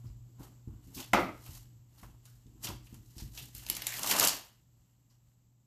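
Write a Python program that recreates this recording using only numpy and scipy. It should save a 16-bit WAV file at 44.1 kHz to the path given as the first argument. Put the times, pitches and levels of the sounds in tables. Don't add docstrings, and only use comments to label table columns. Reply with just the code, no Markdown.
import sys
import numpy as np
from scipy import signal
from scipy.fft import rfft, irfft, next_fast_len
from scipy.io import wavfile

SR = 44100
rng = np.random.default_rng(int(sys.argv[2]) if len(sys.argv) > 2 else 0)


def transcribe(signal):
    frames = np.atleast_2d(signal).T
    limited = np.clip(frames, -1, 1)
    pcm = np.round(limited * 32767).astype(np.int16)
    wavfile.write(sys.argv[1], SR, pcm)


def decibels_to_gain(level_db):
    exponent = np.asarray(level_db, float) / 20
    return 10 ** exponent


N = 249603
TIME_S = np.arange(N) / SR
RANGE_DB = 30


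def rms_one(x):
    return x / np.sqrt(np.mean(x ** 2) + 1e-20)


def in_time(rows):
    s, *columns = np.transpose(rows)
    return [np.interp(TIME_S, s, column) for column in columns]


def at_hz(points, hz):
    point_hz, value = np.transpose(points)
    return np.interp(np.log(hz + 1), np.log(point_hz), value)


def colour(x, spectrum):
    gain = decibels_to_gain(at_hz(spectrum, np.fft.rfftfreq(len(x), 1 / SR)))
    return rms_one(irfft(rfft(x) * gain, len(x)))


def band_pass(x, low_hz, high_hz, order=2):
    sos = signal.butter(order, [low_hz, high_hz], "band", fs=SR, output="sos")
    return signal.sosfilt(sos, x)


def drift(hz):
    r = np.exp(-2 * np.pi * hz / SR)
    walk = signal.lfilter([1], [1, -2 * r, r * r], rng.standard_normal(N + SR))
    return rms_one(walk[SR:])


def ring(x, hz, t60_s):
    r = decibels_to_gain(-60 / (t60_s * SR))
    w = 2 * np.pi * hz / SR
    return signal.lfilter([0, np.sin(w)], [1, -2 * r * np.cos(w), r * r], x + 1e-18)


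def grains(per_s, spread_db, clump_db, clump_hz):
    sizes = decibels_to_gain(spread_db * np.minimum(rng.exponential(1, N), 5)) * rng.choice([-1, 1], N)
    happens = rng.random(N) < per_s / SR
    return sizes * happens * decibels_to_gain(clump_db * drift(clump_hz))


def peaked(peak_s, rise_s, fall_s, db):
    t = np.arange(0, N + 32, 32) / SR
    power = 0
    for at, rise, fall, top_db in zip(*np.broadcast_arrays(peak_s, rise_s, fall_s, db)):
        away = np.maximum((at - t) / max(rise, 0.003), (t - at) / max(fall, 0.01))
        power = power + decibels_to_gain(top_db - RANGE_DB * away) ** 2
    return np.interp(TIME_S, t, np.sqrt(power))


def resting(before_db, after_db):
    step_s, step_length_s, sink_db = 4.3, 0.2, 2.5
    s = [step_s, step_s + step_length_s, N / SR]
    return decibels_to_gain(np.interp(TIME_S, s, [before_db, after_db, after_db - sink_db]))


# time in seconds, level in dB.
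HUM_LEVEL = [(0.0, -46), (0.08, -47.5), (0.44, -55), (0.68, -53), (1.02, -55), (1.15, -49), (1.32, -55.5),
             (1.54, -50.5), (1.66, -55.5), (2.03, -60), (2.11, -55), (3.12, -59), (3.23, -55.5),
             (3.42, -54), (3.85, -59.5), (4.0, -53.5), (4.46, -68.5), (4.75, -66)]
# frequency in Hz, level in dB per Hz.
HISS_SPECTRUM = [(20, -15), (45, 6), (75, 8), (100, -4), (150, 3.5), (280, -5), (400, -16), (1000, -21),
                 (1600, -29), (6000, -28), (7400, -18.5), (8100, -19.5), (8400, -51), (11200, -34.5),
                 (12400, -27), (16000, -28.5)]


def background():
    hum_hz, wobble_rad = 120, 0.29
    hum_db, = in_time(HUM_LEVEL)
    phase = 2 * np.pi * hum_hz * TIME_S + wobble_rad * drift(11.0)
    hum = np.sqrt(2) * np.sin(phase) * decibels_to_gain(hum_db - 1.0 + 1.6 * drift(2.9))
    hiss = colour(rng.standard_normal(N), HISS_SPECTRUM)
    hiss_level = decibels_to_gain(7 + 1.0 * drift(2.0)) * resting(-70.5, -74.5)
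    return hum + hiss_level * hiss


# time in seconds, peak in dB, upper modes in
# dB, sway in dB, creaking of the top in dB.
TABLE_THUMPS = [(0.042, -40, -14, -37, -61.5), (0.391, -42.5, -15, -67.5, -44), (0.674, -29.5, -10, -37.5, -62),
                (0.867, -45.5, -13.5, -56.5, -50), (0.96, -42, -5, -49.5, -39), (1.133, -35, 3, -42, -23),
                (1.183, -37, -23, -56, -27), (1.226, -50.5, 11.5, -70, -38), (1.289, -48.5, 3, -49, -59),
                (1.49, -35, -17.5, -42.5, -59.5), (2.026, -49, -3, -50, -69), (2.458, -45.5, -4.5, -64, -58.5),
                (2.547, -49, -11, -71.5, -59), (2.639, -51.5, -2.5, -44.5, -43.5), (2.69, -30, -15, -41.5, -44),
                (2.73, -42, -32, -50, -65), (2.926, -38, -9.5, -46.5, -60), (3.165, -41, -6.5, -54.5, -62),
                (3.221, -29, -15, -45.5, -72), (3.256, -46, -26, -51, -69), (3.402, -44, -25, -68, -55.5),
                (3.548, -41, -13, -56, -63), (3.697, -49, 5.5, -62.5, -47.5)]
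# frequency in Hz, level in dB per Hz.
SWAY_SPECTRUM = [(13, -49.5), (22, -14), (43, 1), (81, -11.5), (110, 1), (140, -15), (240, -120)]
# frequency in Hz, level in dB per Hz.
CREAK_SPECTRUM = [(110, -34), (160, -2.5), (192, 1.5), (225, -9), (258, 1), (280, 1.5), (305, -2.5),
                  (350, -3), (450, -14), (650, -38)]


def table():
    rise_s, sway_fall_db_per_s, creak_fall_db_per_s = 0.01, 131, 218.5
    s, _, _, sway_db, creak_db = np.transpose(TABLE_THUMPS)
    pull_db, slack_db = peel()
    shake = decibels_to_gain(pull_db + slack_db)
    sway = peaked(s + rise_s, rise_s, RANGE_DB / sway_fall_db_per_s, sway_db)
    sway = sway + decibels_to_gain(-15) * shake + resting(-62.5, -68.5) * decibels_to_gain(3.0 * drift(2.5))
    creak = peaked(s + rise_s, rise_s, RANGE_DB / creak_fall_db_per_s, creak_db)
    creak = creak + decibels_to_gain(-5) * shake + resting(-71.5, -92) * decibels_to_gain(2.7 * drift(4.0))
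    swaying = decibels_to_gain(-3.0) * sway * colour(rng.standard_normal(N), SWAY_SPECTRUM)
    creaking = decibels_to_gain(-4.5) * creak * colour(rng.standard_normal(N), CREAK_SPECTRUM)
    return swaying + creaking


# frequency in Hz, level in dB, t60 in seconds.
TABLE_MODES = [(54.7, -9.5, 0.58), (89, 0, 0.097), (132.7, -8.5, 0.32), (200.7, -4.5, 0.25),
               (245, 0.5, 0.05), (310, -2.5, 0.089), (427.8, -6.5, 0.0766)]


def thumps():
    contact_hz, luck_db = 290, 3.3
    contact = np.hanning(int(SR / contact_hz))
    contact = contact / contact.sum()
    upper = np.array(TABLE_MODES)[:, 0] > 150
    push = np.zeros((len(TABLE_MODES), N))
    luck = rng.normal(0, luck_db, (len(TABLE_THUMPS), len(TABLE_MODES)))
    for (s, peak_db, upper_db, _, _), own_db in zip(TABLE_THUMPS, luck):
        at = round(s * SR)
        strength = decibels_to_gain(peak_db - 2.5 + own_db + upper * (upper_db + 7.0))
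        push[:, at:at + len(contact)] += np.outer(strength, contact)
    return sum(decibels_to_gain(db) * ring(p, hz, t60_s) for p, (hz, db, t60_s) in zip(push, TABLE_MODES))


# time in seconds, peak in dB, contact cut-off in Hz.
TOOL_HITS = [
    (1.1330, -9.5, 9150),
    (1.142, -31, 7030),
    (1.166, -17.5, 1780),
    (1.1829, -14, 690),
    (1.2275, -24, 900),
    (1.2890, -34.5, 2520),
    (2.0310, -46, 1814),
]
# frequency in Hz, level in dB, t60 in seconds.
TOOL_MODES = [(377, -3, 0.012), (537.6, -1.5, 0.015), (767, 4, 0.011), (960, 0.5, 0.014), (1270, 4, 0.012),
              (1586, 2.5, 0.0036), (2060, -1, 0.013), (2600, -1.5, .004), (3500, -0.5, 0.0021),
              (5480, -2, 0.0013)]


def tool(scuff_s, crack_db):
    t = np.arange(SR // 10) / SR
    out = np.zeros(N)
    for (s, peak_db, cut_hz), noise in zip(TOOL_HITS, rng.standard_normal((len(TOOL_HITS), len(t)))):
        contact = noise * np.exp(-t / scuff_s)
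        contact = contact / np.sqrt(np.sum(contact ** 2))
        hit = decibels_to_gain(crack_db) * contact
        for k, (hz, db, t60_s) in enumerate(TOOL_MODES):
            hit = hit + (-1) ** k * decibels_to_gain(db) * ring(contact, hz, t60_s)
        at = round(s * SR)
        out[at:at + len(t)] += decibels_to_gain(peak_db - 2.5) * band_pass(hit, 250, cut_hz, order=1)
    return out


# time in seconds, peak in dB, centre in Hz,
# fade in seconds.
FINGER_BRUSHES = [(2.264, -71, 1389, 0.057), (5.0980, -72, 5010, 0.035), (.06, -68, 4550, 0.031),
                  (.945, -56, 5460, 0.026), (1.0, -54.5, 2940, .02), (1.024, -50.5, 2900, 0.018),
                  (2.664, -41, 2880, 0.017), (2.866, -59, 2700, 0.011), (3.182, -51, 4530, 0.033),
                  (3.378, -47, 2980, 0.037), (3.58, -51, 2320, .006), (3.684, -51, 2870, 0.0067),
                  (3.76, -46, 2100, 0.033), (3.87, -48, 1850, .08), (3.92, -31.5, 1990, 0.0072),
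                  (3.937, -37.5, 1840, 0.012), (3.99, -51, 1080, 0.019), (4.108, -26.5, 1760, 0.013),
                  (4.107, -28, 2803, 0.0058), (4.205, -32, 3800, 0.011), (.972, -51, 2580, .04),
                  (.955, -55, 3930, 0.045), (2.034, -64, 1310, 0.025)]


def brushes():
    size, rise_s = 8000, 0.0083
    t = np.arange(size) / SR
    out = np.zeros(N + size)
    for s, peak_db, hz, fade_s in FINGER_BRUSHES:
        puff = rms_one(band_pass(rng.standard_normal(size), hz * 0.89, hz * 1.25))
        at = round(s * SR)
        out[at:at + size] += decibels_to_gain(peak_db) * puff * np.exp(-t / fade_s) * np.minimum(t / rise_s, 1)
    return out[:N]


# time in seconds, pull in dB, slack of the sheet in dB.
LIFTING = [
    (3.53, -87, -16.5),
    (3.555, -52.5, -20),
    (3.66, -58, -7.5),
    (3.717, -48.5, -9),
    (3.841, -50, -4),
    (3.909, -43.5, -15),
    (4.02, -42, -2.5),
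    (4.07, -40, -4),
]
# time in seconds, pull in dB, slack of the sheet in dB.
PEELING = [
    (4.11, -28.5, -6.5),
    (4.15, -37, 2),
    (4.195, -29.5, -3.5),
    (4.26, -30, -1.5),
    (4.3, -35, -8.5),
    (4.35, -44.5, -1.5),
    (4.434, -58.5, -2),
    (4.6, -81, -8),
    (4.7, -105, -6),
]


def peel():
    return in_time(LIFTING + PEELING)


# peak in seconds, rise in seconds, fall in seconds, level in dB,
# weight in dB.
HAND_STROKES = [(0.06, 0.3, 0.16, -75.5, 7.5), (.40, 0.023, 0.23, -76.5, 19), (0.432, 0.049, 0.14, -60, 0),
                (0.681, 0.012, 0.38, -87, 18), (.84, .035, .4, -66, -16), (0.949, 0.019, 0.2, -45.5, -45),
                (0.998, 0.084, .16, -47, -2.5), (1.47, .14, 0.16, -57, -2.5),
                (1.56, 0.43, 0.15, -53, -14.5), (2.002, 0.13, 0.22, -61.5, -3),
                (2.033, 0.016, 0.11, -63.5, 11), (2.259, 0.047, 0.3, -64, -14.5),
                (2.651, 0.031, 0.034, -32, -12), (2.69, 0.077, 0.13, -50, 6),
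                (2.865, 0.074, 0.065, -61.5, -15), (2.95, 0.11, 0.088, -59, -7.5),
                (3.11, 0.26, .2, -65.5, -22.5), (3.201, 0.096, .17, -51, -11.5),
                (3.383, 0.097, 0.22, -46, -15.5), (4.87, 0.44, 0.39, -83, -5),
                (5.109, .03, .2, -78.5, -4.5), (5.265, .03, .25, -83.5, -8)]
# frequency in Hz, level in dB per Hz.
CRINKLE_SPECTRUM = [(2500, -21.5), (4000, 5), (5000, 4.5), (8000, 6), (11000, 1.5), (16000, 8)]
# frequency in Hz, level in dB per Hz.
CRACKLE_SPECTRUM = [(900, -26.5), (1500, -5), (2000, -1.5), (2400, -6.5), (2900, 2.5), (4000, -12),
                    (6000, -33.5)]
# frequency in Hz, level in dB per Hz.
FLAP_SPECTRUM = [(200, -25), (380, -12.5), (630, -6.5), (1000, -4), (1400, -10), (2300, -26.5)]


def sheet():
    s, rise_s, fall_s, db, weight_db = np.transpose(HAND_STROKES)
    pull_db, slack_db = peel()
    pull = decibels_to_gain(pull_db) * (np.arange(N) > LIFTING[0][0] * SR)
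    rest = resting(-89, -94.5)
    fine = peaked(s, rise_s, fall_s, db) + pull + rest
    coarse = peaked(s, rise_s, fall_s, db - 6 + 0.3 * weight_db) + rest
    coarse = coarse + pull * decibels_to_gain(-3 + 0.2 * slack_db)
    loose = peaked(s, rise_s, fall_s, db + weight_db) + pull * decibels_to_gain(slack_db) + rest
    clumps = decibels_to_gain(1.2 * drift(55))
    crinkle = colour(grains(per_s=18000, spread_db=-4.0, clump_db=2.0, clump_hz=90), CRINKLE_SPECTRUM)
    crackle = colour(grains(per_s=8800, spread_db=4.0, clump_db=1.5, clump_hz=59.4), CRACKLE_SPECTRUM)
    flap = colour(grains(per_s=4000, spread_db=0.5, clump_db=-2.0, clump_hz=40.6), FLAP_SPECTRUM)
    return clumps * (decibels_to_gain(2.0) * fine * crinkle + decibels_to_gain(-2.5) * coarse * crackle + decibels_to_gain(-2.0) * loose * flap)


# time in seconds, peak in dB, centre in Hz, air in dB.
PRESSED_CREASES = [(0.0687, -59, 4750, -16), (0.091, -61, 4537, -25), (.3950, -61, 3030, 2),
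                   (0.8728, -56, 4500, -4), (0.9502, -43, 3920, -17.5), (0.9794, -38, 2990, -34),
                   (1.0014, -29, 3370, -21.5), (1.026, -37, 2780, -14), (1.441, -53, 2190, -2),
                   (1.462, -37.5, 2200, -9), (1.5504, -45.5, 4930, -11), (2.2539, -41.5, 4990, -21.5),
                   (2.2643, -52, 5000, -17.5), (2.4663, -52, 3680, -16), (2.6379, -31.5, 4610, -9.5),
                   (2.6449, -24.5, 4800, -36), (2.6704, -24.5, 2840, -23), (2.8704, -46, 2760, -13.5),
                   (2.9427, -45, 4580, -4.5), (3.1809, -35, 4230, -19), (3.3333, -54, 3810, -1),
                   (3.3503, -40, 4310, -20), (3.3753, -27, 2760, -20)]
# time in seconds, peak in dB, centre in Hz, air in dB.
PEELED_CREASES = [(3.5493, -32.5, 3100, -4), (3.5808, -42, 2920, 2.5), (3.6645, -27.5, 3544, -13),
                  (3.6870, -30, 2900, -2.5), (3.6990, -16, 3500, -2), (3.7504, -26, 4960, -17),
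                  (3.7668, -23.5, 3880, -5.5), (3.8197, -22.5, 2987, -11.5), (3.8680, -15.5, 3763, -6.5),
                  (3.8774, -25.5, 4467, -18.5), (3.923, -28.5, 2613, -14), (3.9389, -25, 2914, -11),
                  (3.9794, -27.5, 4504, -13), (3.9928, -26, 2940, -3.5), (4.0317, -18, 4850, -18),
                  (4.0444, -24, 2685, -16), (4.0719, -20, 4970, -14.5), (4.0981, -19, 4386, -6),
                  (4.1106, -11.5, 3125, -17), (4.1654, -19, 5000, -19), (4.1864, -18.5, 4720, -5.5),
                  (4.1972, -13.5, 4700, 2), (4.2074, -14, 3620, -14.5), (4.2284, -14.5, 3628, -6),
                  (4.2393, -12, 3796, -21), (4.2484, -11, 4380, -4), (4.2722, -10, 4716, -10),
                  (4.2824, -14.5, 4724, -13.5), (4.2934, -17.5, 4630, -16.5)]


def snaps():
    size, rise_s, fade_s = 4000, 0.00045, 0.0023
    fade_doubles_db = 18
    t = np.arange(size) / SR
    out = np.zeros(N + size)
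    for s, peak_db, hz, air_db in PRESSED_CREASES + PEELED_CREASES:
        own_fade_s = fade_s * 2 ** (-air_db / fade_doubles_db)
        burst = rng.standard_normal(size) * np.exp(-t / own_fade_s) * np.minimum(t / rise_s, 1)
        body = (500, 1900, -19.0)
        tint = (hz * 0.57, hz * 2.2, -4.5)
        air = (5500, 16000, air_db + 5.0)
        at = round(s * SR)
        for low_hz, high_hz, db in (body, tint, air):
            part = band_pass(burst, low_hz, high_hz)
            out[at:at + size] += decibels_to_gain(peak_db + db) * part / abs(part).max()
    return out[:N]


# frequency in Hz, t60 in seconds.
ROOM_DECAY = [(100, 0.097), (260, 0.52), (700, 0.31), (1800, 0.38), (5000, 0.37), (13000, 0.088)]


def room(x):
    gap_s, build_s = 0.0024, 0.0071
    t = np.arange(SR) / SR
    edges_hz = 60 * 2 ** (np.arange(25) / 3)
    tail = np.zeros(SR)
    for low_hz, high_hz in zip(edges_hz, edges_hz[1:]):
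        t60_s = at_hz(ROOM_DECAY, np.sqrt(low_hz * high_hz))
        tail += band_pass(rng.standard_normal(SR), low_hz, high_hz) * decibels_to_gain(-60 * t / t60_s)
    tail = tail * np.clip((t - gap_s) / build_s, 0, 1)
    return signal.fftconvolve(x, tail / np.sqrt(np.sum(tail ** 2)))[:N]


def scene():
    paper, creases, table_thumps = sheet(), snaps(), thumps()
    drop = tool(scuff_s=0.0089, crack_db=8.5)
    averaged_drop = tool(scuff_s=1 / SR, crack_db=-1.5)
    wet = room(decibels_to_gain(-16.0) * paper + decibels_to_gain(-7.5) * creases + decibels_to_gain(-6) * table_thumps + decibels_to_gain(-6.0) * averaged_drop)
    return (background() + table() + table_thumps + drop + brushes() + paper + creases + wet)[None]


# frequency in Hz, gain in dB.
MIC_RESPONSE = [(20, -24), (42, -3.5), (7600, 0.5), (8600, -3), (11000, 0.5), (12400, 2.5), (14250, 0.5),
                (14500, -41), (15600, -50), (22050, -68)]


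def microphone(x):
    size = next_fast_len(N + 8192)
    log_gain = np.log(decibels_to_gain(at_hz(MIC_RESPONSE, np.fft.rfftfreq(size, 1 / SR))))
    cepstrum = irfft(log_gain, size)
    cepstrum[1:size // 2] *= 2
    cepstrum[size // 2 + 1:] = 0
    return irfft(rfft(x, size) * np.exp(rfft(cepstrum)), size)[:, :N]


def band_limit(x):
    return signal.sosfilt(signal.butter(12, 15110, fs=SR, output="sos"), x)


def record(dry):
    noise = band_pass(rng.standard_normal(N), 13000, 15700, order=4)
    return band_limit(microphone(dry) + decibels_to_gain(-99.5) * noise)


dry = scene()
out = record(dry)
transcribe(out)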